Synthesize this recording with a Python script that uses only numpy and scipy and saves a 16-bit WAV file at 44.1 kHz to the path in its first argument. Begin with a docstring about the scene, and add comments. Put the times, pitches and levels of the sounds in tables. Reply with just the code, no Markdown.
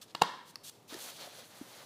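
"""A short fingertip stroke over a faint hiss, then snaps and knocks of a moulded plastic tray holding a knife.
Hands handle it in a living room: more strokes and a dry tick, then it is lifted with a long rustle of skin
and wool, with a second tick and soft thumps in it. Contacts ring the tray's modes, thumps ring single low
tones, strokes and rustle are made of tiny slips, and ticks are noise bursts with short resonances.
Fading noise makes the room ring on after the sounds."""
import sys
import numpy as np
from scipy import signal
from scipy.fft import rfft, irfft
from scipy.io import wavfile

SR = 44100
rng = np.random.default_rng(int(sys.argv[2]) if len(sys.argv) > 2 else 0)


def waveform_to_disk(signal):
    """Save audio, clipped to [-1, 1], as 16-bit WAV at the path in sys.argv[1]."""
    frames = np.transpose(np.atleast_2d(signal))
    scaled = np.clip(frames, -1, 1) * 32767
    samples = np.round(scaled).astype(np.int16)
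    wavfile.write(sys.argv[1], SR, samples)


def convert_level_to_amplitude(level_db):
    """Map a level in decibels to its linear amplitude factor."""
    exponent = np.asarray(level_db, float) / 20
    return 10 ** exponent


N = 81585
T = np.arange(N) / SR
TILT_HZ = 1500   # a contact's tilt leaves this pitch unchanged


def rms_one(x):
    """Scale to unit rms."""
    return x / np.sqrt(np.mean(x ** 2) + 1e-20)


def at_hz(points, hz):
    """Read a table of (Hz, value) on a log-frequency axis."""
    table_hz, values = np.array(points).T
    return np.interp(np.log(hz), np.log(table_hz), values)


def drift(rate_hz):
    """Slow random wandering with spread 1: smoothed noise, made at every 40th sample."""
    pole = np.exp(-80 * np.pi * rate_hz / SR)
    noise = rng.standard_normal(N // 40 + 2002)
    slow = signal.lfilter([1], [1, -2 * pole, pole * pole], noise)[2000:]   # skip the settling
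    return np.interp(np.arange(N) / 40, np.arange(len(slow)), rms_one(slow))


def ring(clicks, hz, t60):
    """A unit click starts a sine of height 1 that fades by 60 dB in t60 seconds."""
    pole, turn = convert_level_to_amplitude(-60 / (t60 * SR)), 2 * np.pi * hz / SR
    return signal.lfilter([0, np.sin(turn)], [1, -2 * pole * np.cos(turn), pole * pole], clicks + 1e-18)


def spectrum_hz():
    """The pitches of the spectrum bins, with the lowest held at 1 Hz."""
    return np.maximum(np.arange(N // 2 + 1) * SR / N, 1)


def colour(x, spectrum):
    """Shape a signal's spectrum by a table of levels, then scale it to unit rms."""
    return rms_one(irfft(rfft(x) * convert_level_to_amplitude(at_hz(spectrum, spectrum_hz())), N))


def lowpass(x, hz):
    """Gently soften everything above hz."""
    return signal.sosfilt(signal.butter(1, hz, fs=SR, output="sos"), x)


# Colour of the faint steady hiss. 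Each row: pitch in Hz, relative level in dB per Hz.
HISS = [(25, 4), (45, -17), (80, -19), (100, -3.5), (125, -2), (230, -4.5), (460, -7), (850, -11),
        (1530, -19.5), (2050, -20.5), (3000, -22.5), (5000, -24), (9000, -28), (15500, -33.5)]


def hiss():
    """Steady random noise, coloured and set to a low level."""
    level_db = -61.5
    return convert_level_to_amplitude(level_db) * colour(rng.standard_normal(N), HISS)


# How long the room rings. Each row: pitch in Hz, time to fade by 60 dB in seconds.
ROOM_T60 = [(150, 0.28), (400, 0.595), (1000, 0.632), (2800, 0.691), (7000, 0.476), (14000, 0.526)]


def room(x):
    """A diffuse tail: third-octave bands of noise, each dying at its own rate."""
    onset_s = 0.00924
    edges = np.minimum(22 * 2 ** np.arange(0, 10, 1 / 3), 18000)[6:]   # Hz
    white, tail = rng.standard_normal((2, N // 2)), 0
    age = np.arange(N // 2) / SR
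    for k, (low, high) in enumerate(zip(edges, edges[1:])):
        bandpass = signal.butter(2, [low, high], "band", fs=SR, output="sos")
        band = signal.sosfilt(bandpass, white[k % 2])   # neighbours use different noise
        t60 = at_hz(ROOM_T60, np.sqrt(low * high))
        tail = tail + band * convert_level_to_amplitude(-60 * age / t60)
    tail = tail * np.clip(age / onset_s, 0, 1) ** 2 * 0.012
    return signal.fftconvolve(x, tail)[:N]


# What a contact sends to the walls, summed over all directions.
# Each row: pitch in Hz, relative level in dB per Hz.
RADIATED = [(80, -38), (200, -20), (450, -18), (780, -13), (930, 2.5), (1100, -6.5), (1250, -11),
            (1410, -4.5), (1620, -14), (1820, -4.5), (2050, -16), (2600, -20), (2940, -12.5), (3700, -14),
            (4800, -19), (6500, -29), (14000, -52)]


def radiated():
    """The contacts as the walls receive them: broader in pitch than at the microphone."""
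    gain_db = 33.5
    hz, blows = spectrum_hz(), 0
    for s, db, tilt, _ in CONTACTS:
        delay = np.exp(-2j * np.pi * hz * s)   # places the blow at s seconds
        blows = blows + convert_level_to_amplitude(db + tilt * np.log2(hz / TILT_HZ)) * delay
    return irfft(blows * convert_level_to_amplitude(gain_db + at_hz(RADIATED, hz)), N)


def grains(spectrum):
    """Dense tiny slips of uneven size, coloured and flickering in strength."""
    per_s, spread_db, patchy_db, flicker_hz = 16000, 0.65, 1.5, 16.7
    happens = rng.random(N) < per_s / SR
    uneven = convert_level_to_amplitude(spread_db * np.minimum(rng.exponential(1, N), 4))
    slips = happens * rng.standard_normal(N) * uneven
    return rms_one(colour(slips, spectrum) * convert_level_to_amplitude(patchy_db * drift(flicker_hz)))


# The long rustle of the lift. Each row: time in seconds, level of the middle scrape in dB,
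# then the level of the body and of the top, both in dB relative to the scrape.
RUSTLE = [(0.874,-83.5,-2,0.5), (0.88,-64,-11,2), (0.906,-50.5,-4,-5), (0.938,-52,1,-1.5),
          (0.965,-51.5,-2.83,-6.5), (1.028,-51.5,-6.5,4), (1.098,-51,-1,0.5), (1.125,-55,-3.5,-2),
          (1.152,-57.5,-7,1), (1.185,-54,-0.5,-3), (1.216,-49.5,-1.5,-3), (1.262,-53,0,-3),
          (1.32,-58.5,-5,-2.5), (1.356,-54,-2,0), (1.444,-56.5,-3.5,-2), (1.478,-66,-1,2), (1.54,-61,1.5,0),
          (1.68,-60,2,2), (1.83,-58,1,-0.5), (1.85,-61,-4,-1)]
# Colours of its scrape, body and top. Each row: pitch in Hz, relative level in dB per Hz.
RUSTLE_MID = [(1290, -49.5), (2200, -18.5), (2390, -3.5), (2600, -5), (3240, -1.5), (3780, -1.5),
              (4360, -0.5), (4820, -4.5), (6000, -8), (7800, -18.5), (9500, -54)]
RUSTLE_BODY = [(120, -50), (200, -20.5), (260, -13), (358, -13.5), (529, -4.5), (568, -5.5), (1470, -10),
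               (2200, -11), (2860, -34.5)]
RUSTLE_TOP = [(4500, -21.5), (6000, -1), (8400, -3.5), (10500, -2.5), (13000, -6.5), (15600, -7)]


def rustle():
    """Slips heard as a scrape, through the body of the tray and as fine hiss above."""
    s, db, body_db, top_db = np.transpose(RUSTLE)

    def level(points_db):
        return convert_level_to_amplitude(np.interp(T, s, points_db, left=-120))

    scrape = level(db) * grains(RUSTLE_MID)
    body = level(db + body_db) * grains(RUSTLE_BODY)
    top = level(db + top_db) * grains(RUSTLE_TOP)
    return scrape + body + top


# Short fingertip strokes. Each row: start in seconds, time until the fall in seconds, relative level in dB,
# rise in seconds, time constant of the fall in seconds, share from 0 (dull) to 1 (bright).
STROKES = [(0.013, 0.0159, -49, 0.00334, 0.01097, 0.35), (0.075, 0.0386, -60.5, 0.01, 0.004, 0.11),
           (0.44, 0.0713, -58, 0.052, 0.0045, 0.6), (0.631, 0.0675, -49, 0.0165, 0.00177, 0.66),
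           (0.721, 0.0477, -69.5, 0.006, 0.0078, 0)]
# Colour of the strokes. Each row: pitch in Hz, relative level in dB per Hz.
STROKE = [(710, -54.5), (1200, -2.5), (1520, -9), (1650, -4), (2070, -12.5), (2260, -7.5), (3500, 2),
          (7330, -2.5), (8790, -2.5), (15500, -9)]


def strokes():
    """Tiny slips, mixed from dull and bright parts, under an envelope of rise, hold and fall."""
    split_hz, out = 3360, 0
    slips = grains(STROKE)
    dull = lowpass(slips, split_hz)
    for s, length, db, rise, fall, bright in STROKES:
        envelope = np.clip((T - s) / rise, 0, 1) * np.exp(-np.maximum(T - s - length, 0) / fall)
        mix = 2 * ((1 - bright) * dull + bright * (slips - dull))
        out = out + convert_level_to_amplitude(db) * envelope * mix
    return out


# Soft thumps of the held tray. Each row: start in seconds, level in dB before the soft onset and fading,
# pitch in Hz, time to fade by 60 dB in seconds.
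THUMPS = [(.1488, -38, 327, 0.0298), (.152, -50.5, 164.7, 0.072), (0.2188, -26.5, 160.1, 0.0454),
          (0.9239, -34.5, 288.6, 0.0377), (.9468, -32, 355, 0.0327), (.966, -30.5, 303, 0.0096),
          (1.269, -40.5, 609.5, 0.03), (1.2745, -37.5, 677, 0.0264), (1.385, -49.5, 516, 0.052),
          (1.6125, -28.5, 279.1, 0.0306)]


def thumps():
    """A soft push rings one low mode for a few cycles."""
    out = np.zeros(N)
    for s, db, hz, t60 in THUMPS:
        age = np.maximum(T - s, 0)
        soft_onset = 1 - np.exp(-age * hz * 2.59)
        out -= convert_level_to_amplitude(db - 60 * age / t60) * np.sin(2 * np.pi * hz * age) * soft_onset
    return out


# Dry bright ticks. Each row: start in seconds, relative level in dB, upper resonance in Hz,
# lower resonance in Hz, level of the lower one in dB relative to the upper.
TICKS = [(.5566, -31.5, 4585, 1235, -4), (0.9422, -32, 4990, 1822, 3.5)]


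def ticks():
    """A fast-dying burst of noise and a click, with the burst heard directly and both through three resonances."""
    rise_s, t60_s, ring_cycles = 0.0005486, 0.01153, 16.9
    air_db, air_hz, click_db, low_cut_hz = -1.5, 8740, 2.5, 288
    pair_ratio, pair_db = 1.157, -4   # a neighbour of the upper resonance
    out, noise = 0, rng.standard_normal(N)
    air = signal.butter(1, [900, air_hz], "band", fs=SR, output="sos")
    for s, db, high_hz, low_hz, low_db in TICKS:
        fade = convert_level_to_amplitude(db - 60 * np.maximum(T - s, 0) / t60_s)
        burst = np.clip((T - s) / rise_s, 0, 1) * fade * noise
        click = np.arange(N) == int((s + rise_s) * SR)
        drive = 0.1645 * burst + 0.24 * convert_level_to_amplitude(db + click_db) * click
        out = out + convert_level_to_amplitude(air_db) * signal.sosfilt(air, burst)
        for hz, gain_db in ((high_hz, 0), (high_hz * pair_ratio, pair_db), (low_hz, low_db)):
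            out = out + convert_level_to_amplitude(gain_db) * np.sqrt(hz / high_hz) * ring(drive, hz, ring_cycles / hz)
    return signal.sosfilt(signal.butter(2, low_cut_hz, "high", fs=SR, output="sos"), out)


# Hard contacts on the tray. Each row: time in seconds, relative level in dB,
# tilt in dB per octave about TILT_HZ, pitch in Hz near which the grip mutes the modes.
CONTACTS = [(0.1488, -30.5, 0.5, 880), (0.1512, -39, 8.5, 6930), (0.2146, -29, -2, 2750),
            (0.2185, -14.5, -3, 2200), (.2203, -24.5, 6, 6800), (0.2222, -25.5, 5.5, 2750),
            (0.2349, -29, -2, 2750)]
# The tray's own ringing modes. Each row: pitch in Hz, relative level in dB, time to fade by 60 dB in seconds.
TRAY = [(463, -13.5, 0.0284), (686, -4.5, 0.016), (879, -0.5, 0.0236), (1097, -3, 0.027),
        (1371, -10, 0.0327), (1764, -9, 0.024), (2149, -14.5, 0.022), (2793.4, -4.5, 0.0194),
        (3423, -6.5, 0.00815), (3701, -4, 0.0092), (4052, -8.5, 0.0119), (4647, -11, 0.0099),
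        (5600, -8.5, 0.003), (7153, -14, 0.0062), (8900, -22.5, 0.0043)]


def contacts():
    """Each contact strikes all modes of the tray and adds a short crack of noise."""
    mute_depth_db, mute_octaves, scatter_db = -6, 0.085, 4
    crack_db, crack_t60_s, crack_cut_hz = -10.5, 0.01386, 7760
    s, db, tilt, muted_hz = np.transpose(CONTACTS)
    at = (s * SR).astype(int)
    scatter = scatter_db * rng.standard_normal((len(s), len(TRAY)))
    modes = 0
    for k, (hz, level_db, t60) in enumerate(TRAY):
        mute_db = mute_depth_db * np.exp(-(np.log2(hz / muted_hz) / mute_octaves) ** 2)
        strike_db = db + level_db + mute_db + tilt * np.log2(hz / TILT_HZ) + scatter[:, k]
        clicks = np.zeros(N)
        clicks[at] = convert_level_to_amplitude(strike_db) * (-1) ** k   # neighbouring modes start in opposite directions
        modes = modes + ring(clicks, hz, t60)
    clicks = np.zeros(N)
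    clicks[at] = convert_level_to_amplitude(db + crack_db + tilt)
    envelope = signal.lfilter([1], [1, -convert_level_to_amplitude(-60 / (crack_t60_s * SR))], clicks)
    return modes + envelope * lowpass(rng.standard_normal(N), crack_cut_hz)


def scene():
    """Tray and hands, their room tail and the hiss."""
    taps_to_room_db, rubs_to_room_db = -8, -7
    taps = ticks() + thumps()
    rubs = strokes() + rustle()
    wet = room(radiated() + convert_level_to_amplitude(taps_to_room_db) * taps + convert_level_to_amplitude(rubs_to_room_db) * rubs)
    return (contacts() + taps + rubs + wet + hiss())[None]


def roll_off(x):
    """The treble ends steeply here."""
    return signal.sosfilt(signal.butter(12, 16360, fs=SR, output="sos"), x)


def record(dry):
    """The microphone loses the deep bass, then a steep filter cuts the top."""
    bass_cut_hz, top_cut_hz = 75.8, 15850
    mix = signal.sosfilt(signal.butter(2, bass_cut_hz, "high", fs=SR, output="sos"), dry)
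    mix = signal.sosfilt(signal.cheby2(20, 60, top_cut_hz, fs=SR, output="sos"), mix)
    return roll_off(mix)


dry = scene()
out = record(dry)
waveform_to_disk(out)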